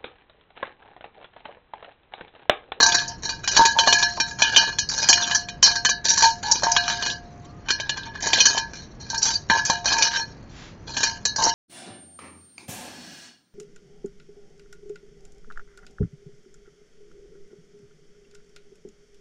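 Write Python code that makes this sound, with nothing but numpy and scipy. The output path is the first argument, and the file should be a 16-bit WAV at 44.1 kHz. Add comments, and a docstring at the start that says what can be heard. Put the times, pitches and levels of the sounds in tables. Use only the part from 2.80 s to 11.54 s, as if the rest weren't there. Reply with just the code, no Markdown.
"""A dog licks and noses an empty steel bowl across a concrete yard, close to a phone's microphone.
Over a low outdoor rumble it opens on grit scraping, the base juddering as it is shoved, and clanks of steel;
edge ticks and wet tongue smacks follow, then flat knocks of the base on the floor. The muzzle damps the steel;
when the bowl drops free its lowest mode rings on. Later the dragged base groans, a faint hollow tone
passes in the lull, and near the end the dog sniffs. Struck steel is summed modes plus a noisy clash."""
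import sys
import numpy as np
from scipy import signal
from scipy.fft import rfft, irfft, next_fast_len
from scipy.io import wavfile
from scipy.ndimage import uniform_filter1d, minimum_filter1d, map_coordinates

SR = 44100
rng = np.random.default_rng(int(sys.argv[2]) if len(sys.argv) > 2 else 0)


def write(x):
    x = np.atleast_2d(x).T
    wavfile.write(sys.argv[1], SR, np.round(np.clip(x, -1, 1) * 32767).astype(np.int16))


N = 385434
RING = np.arange(SR * 3 // 10) / SR  # time axis of one contact's answer (s)
ONSET = SR // 32  # first moments, over which a contact's level is set (samples)


def amp(db):
    """Decibels to gain."""
    return 10 ** (np.asarray(db) / 20)


def unit(x):
    """Scale to rms 1."""
    return x / np.sqrt(np.mean(x ** 2) + 1e-20)


def wobble(rate):
    """A random curve, straight between knots, rate knots a second."""
    knots = rng.standard_normal(int(N * rate / SR) + 4)
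    return map_coordinates(knots, [np.arange(N) * rate / SR], order=1)


def noise(points, size, lo=0, hi=np.inf):
    """Noise of rms 1 with a (Hz, dB) spectrum, kept between lo and hi."""
    hz = np.fft.rfftfreq(size, 1 / SR)
    f, db = np.transpose(points)
    gain = amp(np.interp(np.log(hz + 1), np.log(f), db)) * (hz >= lo) * (hz < hi)
    return unit(irfft(rfft(rng.standard_normal(size)) * gain, size))


def add(track, s, sound):
    """Mix a sound into a track from time s on."""
    part = track[max(round(s * SR), 0):][:len(sound)]
    part += sound[:len(part)]


# Outdoor background, its spectrum: pitch_hz, level_db (per Hz, relative)
YARD_SPECTRUM = [(15, -38.5), (25, -7), (127, -4), (575, -20), (2050, -32), (7000, -56)]
YARD_DB = -43


def yard():
    """A low outdoor rumble: shaped noise whose level shifts slightly."""
    return amp(YARD_DB + 0.28 * wobble(15)) * noise(YARD_SPECTRUM, next_fast_len(N))[:N]


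# The bowl's clear modes: pitch_hz, level_db (relative, within its register), t60_s
BOWL_MODES = [(705.0, -23, 1.95), (915.0, -0.5, 0.33), (1028.0, -16.0, 0.28), (1580.0, -10.5, 0.36),
              (1653.0, -11.5, 0.56), (1696.0, -11.0, 0.53), (2417.0, -8, 0.11), (2466.0, -8.5, 0.11),
              (2907.0, -13.0, 0.27), (3052.0, -9.5, 0.16), (3101.0, -11, 0.15), (3927.0, -8, 0.3),
              (4231.0, -7, 0.35), (4290.0, -6.5, 0.35), (4587.0, -12.0, 0.38), (4667.0, -15, 0.37),
              (4728.0, -16, 0.3), (4936.0, -15.5, 0.31), (5039.0, -11.0, 0.32), (5195.0, -19, 0.33),
              (5394.0, -16.0, 0.28), (5542.0, -5.5, 0.26), (5749.0, -7.0, 0.25), (5915.0, -9.0, 0.26),
              (6115.0, -14.0, 0.27), (6374.0, -13.0, 0.22), (6460.0, -9.0, 0.21), (6573.0, -11.5, 0.2)]
# The crowd of short-lived modes between the clear ones: pitch_hz, level_db (per Hz, relative)
CLASH_SPECTRUM = [(100, -22.5), (250, -7), (600, -7.5), (1050, 5), (1330, -21.5), (1650, 14.5),
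                  (2100, -10.5), (2450, 0), (2720, -37), (3050, 6.5), (3550, 0.5), (4080, -1.5), (4260, 5),
                  (4450, 9), (5250, -7.5), (5700, 8.5), (7300, -2)]
# Edges of the five registers, base, wall, shoulder, lip and rim: edge_hz
REGISTER_EDGES = [40, 1250, 2200, 3800, 4450, 7400]


def steel(register, clash_db, clash_t60, settle_s, scatter_db=4.5, detune=0.0022, waver=0.0036,
          beat=0.29, beat_hz=35):
    """One register's answer to a contact; every contact point stirs and loads the modes differently."""
    lo, hi = REGISTER_EDGES[register:register + 2]
    modes = [mode for mode in BOWL_MODES if lo <= mode[0] < hi]
    hz, db, t60 = np.transpose(modes)[:, :, None]
    size, bend, split, grip = rng.standard_normal((4, len(hz), 1))
    t, step = RING, SR // 100
    # the load keeps shifting as the bowl rolls, so each mode wavers in pitch
    load = rng.standard_normal((len(hz), len(t) // step + 1))
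    load = np.repeat(load, step, axis=1)[:, :len(t)]
    turns = np.cumsum(hz * (1 + detune * bend + waver * load), axis=1) / SR
    # the bowl is not quite round, so each mode splits and beats, differently at every contact
    beating = 1 + beat * np.cos(np.float32(2 * np.pi * beat_hz * split * t))
    # muzzle and floor close in on the steel and choke the tail
    fade_db = -60 * t / t60 - 10 * (t / settle_s) ** 2 * np.exp(grip / 2)
    level = amp(np.float32(db + scatter_db * size + fade_db))
    ring = np.sum(beating * level * np.sin(np.float32(2 * np.pi * turns)), axis=0)
    clash = noise(CLASH_SPECTRUM, len(t), lo, hi) * amp(-60 * t / clash_t60)
    both = ring / np.std(ring[:ONSET]) + amp(clash_db) * clash / np.std(clash[:ONSET])
    return both / np.std(both[:ONSET])


def rubbed(force, register, clash_db, settle_s):
    """A running force rings the bowl, the contact point changing every eighth of a second."""
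    out, hop = np.zeros(N), SR // 8
    for i in range(0, N, hop):
        stretch = force[i:i + hop]
        if stretch.any():
            answer = steel(register, clash_db, 0.021, settle_s)
            add(out, i / SR, signal.fftconvolve(stretch, answer / np.linalg.norm(answer)))
    return out


def grit(rate, spread_db):
    """Grains of uneven size that catch at random, rate a second; rms 1."""
    caught = rng.random(N) < rate / SR
    return unit(caught * rng.choice([-1, 1], N) * amp(spread_db * rng.standard_normal(N)))


# The muzzle pushes the bowl over grit: start_s, end_s, push_db, bright_db (rim over wall)
PUSH_STROKES = [(0, 0.211, -18, -1), (0.206, 0.352, -37.5, -5), (0.421, 0.542, -28.5, -1),
                (0.63, 0.666, -24, -4.5), (0.712, 0.913, -20.5, 1.5), (0.972, 1.247, -20, 0),
                (1.28, 1.533, -34.5, 1), (1.583, 1.913, -18, -8), (2.087, 2.254, -26.5, 6),
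                (2.221, 2.586, -20.5, -3.5), (2.823, 2.929, -15.5, 2), (3.242, 3.498, -21, 5),
                (3.628, 3.792, -22.5, -2.5), (3.806, 4.331, -23, -4), (4.854, 5.412, -34.5, -19),
                (5.405, 5.804, -19, -3.5), (5.931, 5.995, -31.5, -2), (6.198, 6.425, -41.5, 2),
                (6.416, 6.541, -23.5, 8), (6.689, 6.805, -18.5, -3.5), (6.846, 6.975, -24.5, -4),
                (7.044, 7.402, -17, -5.5), (8.068, 8.183, -31, -2.5), (8.167, 8.317, -20.5, -1),
                (8.581, 8.713, -20, 1.5)]
# a push takes hold, then the bowl coasts to rest (s)
PUSH_ATTACK_S, PUSH_RELEASE_S = 0.008, 0.032


def scrape(jerk_db=6.5, rest_db=-58):
    """Sand hisses and coarse grains tick under the jerking bowl; the shoulder is clear of the floor."""
    t = np.arange(N) / SR
    rim_push, wall_push = np.full((2, N), amp(rest_db))
    for start, end, db, bright_db in PUSH_STROKES:
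        attack = np.clip((t - start) / PUSH_ATTACK_S + .5, 0, 1) ** 2
        stroke = attack * np.exp(-np.clip((t - end) / PUSH_RELEASE_S + 1, 0, 20))
        rim_push = rim_push + amp(db + bright_db) * stroke
        wall_push = wall_push + amp(db) * stroke
    sand = unit(grit(1800, spread_db=4.5) * amp(jerk_db * wobble(90)))
    force = unit(sand + grit(130, spread_db=3.0))
    lip_push = np.sqrt(rim_push * wall_push)
    edge = amp(-7.0) * rubbed(force * rim_push, 4, clash_db=-0.5, settle_s=0.092)
    lip = amp(-10) * rubbed(force * lip_push, 3, clash_db=-7.5, settle_s=0.077)
    shoulder = amp(-16.5) * rubbed(force * wall_push, 2, clash_db=-3.5, settle_s=0.18)
    wall = amp(-11.5) * rubbed(force * wall_push, 1, clash_db=-6, settle_s=0.11)
    base = amp(-16.5) * rubbed(force * wall_push, 0, clash_db=-0.5, settle_s=0.27)
    return edge + lip + shoulder + wall + base


# Shoves that make the base stick and slip: start_s, length_s, level_db (relative)
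BASE_SHOVES = [(0.0, 0.076, -23.5), (0.773, 0.044, -19), (0.943, 0.072, -25.5), (3.422, 0.042, -15.5),
               (3.814, 0.055, -26), (6.328, 0.21, -37.5), (6.688, 0.09, -23.5), (7.132, 0.13, -29.5),
               (8.575, 0.038, -22.5), (8.635, 0.043, -16.5)]


def judder(slips_hz=130):
    """The flat base sticks and slips at an uneven rate while it is shoved."""
    force = np.zeros(N)
    for s, length, db in BASE_SHOVES:
        times = np.cumsum(rng.uniform(.4, 1.6, 32)) / slips_hz
        for t in times[times < length]:
            slip = amp([db + rng.normal(0, 4.7)]) * np.sqrt(SR / slips_hz)
            add(force, s + t, slip)
    return rubbed(force, 0, clash_db=-14.5, settle_s=0.15)


# each bounce is weaker; the rim chatters longest (dB a bounce)
BOUNCE_LOSS_DB, RIM_LOSS_DB = 5, 3
SPREAD_S = 0.00056  # a blow takes a moment to spread round the bowl


def chatter(fall_db, count=6, gap_s=.003, uneven_db=2):
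    """A blow is a burst of quick contacts, each about fall_db weaker than the one before."""
    delays = np.cumsum(np.append(0, gap_s * rng.uniform(.3, 1.7, count - 1)))
    sizes = amp(uneven_db * rng.standard_normal(count) - fall_db * np.arange(count))
    return np.bincount(np.round(delays * SR).astype(int), sizes / np.linalg.norm(sizes))


def blow(answer, bounces):
    """An answer repeated at every bounce; rms 1 over its first moments."""
    spread = 1 - np.exp(-RING / SPREAD_S)
    sound = signal.fftconvolve(answer * spread, bounces)[:len(RING)]
    return sound / np.std(sound[:ONSET])


def rim():
    """The bright, quickly choked clash of the struck edge."""
    return steel(4, clash_db=3.5, clash_t60=0.048, settle_s=0.093)


# The bowl strikes the concrete, or a tooth its shoulder; where it is hit decides what rings:
# start_s, wall_db, shoulder_db, rim_db
CLANK_BLOWS = [(0.0024, -20, -35, -26), (0.0277, -18.5, -31, -16), (0.1443, -25.5, -57, -18.5),
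               (0.4918, -32.5, -37.5, -29.5), (0.6757, -29.5, -29, -22), (0.7657, -21.5, -24, -21.5),
               (0.8521, -22.5, -27, -18.5), (0.9872, -26, -19.5, -20.0), (1.0735, -18, -23.0, -24.5),
               (1.1259, -19.5, -20, -17.0), (1.2258, -24, -25, -22.5), (1.4004, -27, -28, -23.5),
               (1.6199, -23.5, -16.0, -19.5), (1.645, -32.5, -25, -50), (1.7619, -18, -7.5, -12.5),
               (1.9855, -33.5, -29.5, -21), (2.288, -24.0, -21.5, -7.5), (2.3284, -28, -20.5, -15.5),
               (2.511, -26, -29.5, -32), (2.6862, -42.5, -37.5, -38.5), (2.8273, -21.5, -18.5, -8),
               (2.9556, -30, -42.5, -26), (3.049, -23.5, -21.5, -20), (3.0909, -27, -30, -22),
               (3.3758, -27.0, -46, -21), (3.4228, -25.5, -26, -18.5), (3.4412, -28.0, -28.5, -21),
               (3.8344, -28.0, -37, -22), (3.964, -20, -22.5, -25.5), (4.0994, -29, -30.5, -34),
               (4.224, -32, -30.5, -32), (4.2618, -31.5, -31.5, -32), (4.8855, -33.5, -31, -34),
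               (4.9043, -29.5, -26, -23.5), (4.999, -35, -34.5, -35), (5.094, -32.5, -30.5, -29.5),
               (5.1719, -34, -39, -39), (5.5323, -26, -21, -20.5), (5.6038, -31, -17.0, -16),
               (5.655, -30.5, -25, -15.5), (5.777, -30, -28.5, -28.5), (6.3003, -37, -50, -32),
               (6.3442, -38, -41, -32), (6.6991, -17.5, -27.0, -32), (6.8985, -25, -30.5, -24.5),
               (7.0567, -29, -41, -23), (7.083, -35, -29.5, -30.5), (7.1248, -26, -31, -24),
               (7.223, -32.5, -22, -16.5), (8.167, -32, -33, -32), (8.2311, -28, -28.5, -19.0),
               (8.4528, -28, -40.5, -20.5), (8.5608, -35.5, -50, -26)]
# base and floor against the wall, lip against the mean of wall and rim (dB)
BASE_DB, THUD_DB, LIP_DB = -6, -22, -1


def clanks():
    """Each blow rings the five registers of the bowl, and the floor answers with a dull thud."""
    out = np.zeros(N)
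    for s, wall_db, shoulder_db, rim_db in CLANK_BLOWS:
        bounces, rim_bounces = chatter(BOUNCE_LOSS_DB), chatter(RIM_LOSS_DB)
        base = blow(steel(0, clash_db=6, clash_t60=0.026, settle_s=0.88), bounces)
        wall = blow(steel(1, clash_db=-7.0, clash_t60=0.059, settle_s=0.14), bounces)
        shoulder = blow(steel(2, clash_db=-3.5, clash_t60=0.038, settle_s=0.24), bounces)
        lip = blow(steel(3, clash_db=-7, clash_t60=0.075, settle_s=0.11), bounces)
        floor = noise(CLASH_SPECTRUM, len(RING), lo=66, hi=620) * amp(-60 * RING / 0.028)
        thud = blow(floor, bounces)
        edge = blow(rim(), rim_bounces)
        low = amp(wall_db + BASE_DB) * base + amp(wall_db) * wall + amp(wall_db + THUD_DB) * thud
        lip_db = (wall_db + rim_db) / 2 + LIP_DB
        high = amp(shoulder_db) * shoulder + amp(lip_db) * lip + amp(rim_db) * edge
        add(out, s, low + high)
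    return out


# The edge alone ticks on the concrete: start_s, level_db
EDGE_TICKS = [(0.064, -18), (0.2786, -33.0), (2.0889, -24), (2.5473, -19), (3.2912, -21.5), (3.451, -37),
              (3.7137, -13), (3.917, -21), (5.424, -29.5), (5.472, -27), (6.377, -26), (6.4278, -17),
              (6.8507, -23), (7.18, -26.5), (8.636, -21)]


def ticks():
    """Only the rim register rings, at each bounce of the edge."""
    out = np.zeros(N)
    for s, db in EDGE_TICKS:
        add(out, s, amp(db) * blow(rim(), chatter(RIM_LOSS_DB)))
    return out


# Tongue and teeth click wetly on the steel: start_s, level_db (before SMACK_DB)
WET_SMACKS = [(0.1206, -15), (0.186, -19), (1.7453, -17), (2.422, -16), (2.4403, -16), (4.0386, -22),
              (4.301, -20.5), (5.0937, -17.5), (5.2327, -30), (5.5318, -11), (5.569, -20.5),
              (5.5847, -14.5), (5.605, -19)]
# gain (dB), middle pitch (Hz), its log scatter, life (s)
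SMACK_DB, SMACK_HZ, SMACK_SPREAD, SMACK_T60 = -3, 3600, 0.028, 0.058


def licks(slap_db=-13, slap_t60=0.021):
    """Wet smacks, each with a pitch of its own, over the dull slap of the tongue."""
    out = np.zeros(N)
    for s, db in WET_SMACKS:
        hz = SMACK_HZ * np.exp(SMACK_SPREAD * rng.standard_normal())
        peak = [(hz / 2, -36), (hz * .8, -8), (hz, 0), (hz * 1.25, -8), (hz * 2, -30)]
        smack = amp(-60 * RING / SMACK_T60) * noise(peak, len(RING))
        slap = amp(slap_db - 60 * RING / slap_t60) * noise(CLASH_SPECTRUM, len(RING), lo=500, hi=830)
        add(out, s, amp(db + SMACK_DB) * (smack + slap))
    return out


# The flat base slaps down on the concrete: start_s, level_db (relative)
BASE_KNOCKS = [(0.778, -15), (1.074, -14.5), (1.375, -23), (1.773, -20.5), (2.292, -15), (2.829, -19.5),
               (3.834, -15.5), (5.472, -24), (5.748, -24.5), (5.772, -19.5), (6.899, -12.5), (7.16, -26)]


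def knocks(thud_db=-6, thud_t60=0.0039):
    """The base lands flat: a hollow knock over a short, dull thud."""
    out = np.zeros(N)
    for s, db in BASE_KNOCKS:
        thud = amp(thud_db - 60 * RING / thud_t60) * noise(CLASH_SPECTRUM, len(RING), lo=210, hi=280)
        knock = amp(-8.0) * steel(0, clash_db=-0.5, clash_t60=0.047, settle_s=0.3)
        add(out, s, amp(db) * (thud + knock))
    return out


# The bowl stands clear of the muzzle: land_s, touched_s, level_db (lowest mode)
FREE_DROPS = [(1.078, 1.4, -32.5), (2.296, 2.733, -32), (2.908, 3.137, -32), (3.419, 3.581, -37),
              (3.832, 4.846, -25), (6.903, 7.3, -33.5)]


def free_ring(damped_t60=0.32):
    """Left standing, the bowl sings on in its lowest mode until the muzzle damps it."""
    hz, _, t60 = BOWL_MODES[0]
    out, t = np.zeros(N), np.arange(2 * SR) / SR
    for s, touched, db in FREE_DROPS:
        fade_db = -60 * t / t60 - 60 * np.maximum(s + t - touched, 0) / damped_t60
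        add(out, s, amp(db + fade_db) * np.sin(2 * np.pi * hz * t))
    return out


def glide(points, waver_rate, ramp_s=0.008):
    """A rough, wavering tone that follows (s, Hz, dB) points."""
    s, hz, db = np.transpose(points)
    t = np.arange(N) / SR
    turn = 2 * np.pi * np.cumsum(np.interp(t, s, hz)) / SR
    band = unit(wobble(waver_rate) * np.sin(turn) + wobble(waver_rate) * np.cos(turn))
    ends = np.clip(np.minimum(t - s[0], s[-1] - t) / ramp_s, 0, 1)
    return band * amp(np.interp(t, s, db)) * ends


# The base is dragged round: time_s, pitch_hz, level_db
GROAN_PATH = [(3.632, 850, -28), (3.71, 905, -25), (3.785, 935, -38.5)]


def groan():
    """The dragged base groans upwards in pitch, a tone roughened by fast random wavering."""
    return glide(GROAN_PATH, waver_rate=130)


# A faint tone in the lull: time_s, pitch_hz, level_db
HOLLOW_PATH = [(4.63, 1086, -60), (4.715, 1185, -52.5), (4.78, 1254, -53.5), (4.86, 1160, -64.5)]


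def hollow_tone():
    """A faint hollow tone rises and sinks, wavering more slowly than the groan."""
    return glide(HOLLOW_PATH, waver_rate=70)


# The dog sniffs at the rim: middle_s, half_length_s, level_db
SNIFF_PUFF = (7.82, .09, -44)


def sniff():
    """A soft puff of air: band noise that swells and fades."""
    s, half, db = SNIFF_PUFF
    swell = np.exp(-((np.arange(N) / SR - s) / half) ** 2)
    breath = [(500, -16), (1600, -12.0), (4000, -14.0), (7300, -21.0)]
    return amp(db) * swell * noise(breath, next_fast_len(N), lo=380)[:N]


def shifting(x, patchy_db, width_hz=420, hold_s=0.02):
    """The contact wanders over the steel, favouring now some pitches, now others."""
    hz, t, z = signal.stft(x, SR, nperseg=512)
    knots = rng.standard_normal((160, 1200))
    places = np.meshgrid(hz / width_hz, t / hold_s, indexing="ij")
    field = map_coordinates(knots, places, order=1, mode="wrap")
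    return signal.istft(z * unit(amp(patchy_db * field)), SR, nperseg=512)[1][:N]


def scene():
    """The bowl in the open yard."""
    sliding = shifting(scrape(), patchy_db=4.0)
    struck = shifting(clanks() + ticks(), patchy_db=3.5)
    bowl = sliding + judder() + struck + knocks() + free_ring() + groan()
    return (yard() + bowl + licks() + hollow_tone() + sniff())[None]


def record(dry):
    """The phone's limiter ducks the loudest peaks; a steep low-pass then sets its band limit."""
    ceiling, span, top_hz = .9, SR // 1000, 7300
    needed = np.minimum(1, ceiling / (np.abs(dry) + 1e-9))
    held = dry * uniform_filter1d(minimum_filter1d(needed, 2 * span), span)
    return signal.sosfiltfilt(signal.ellip(8, .2, 50, top_hz, fs=SR, output="sos"), held)


dry = scene()
out = record(dry)
write(out)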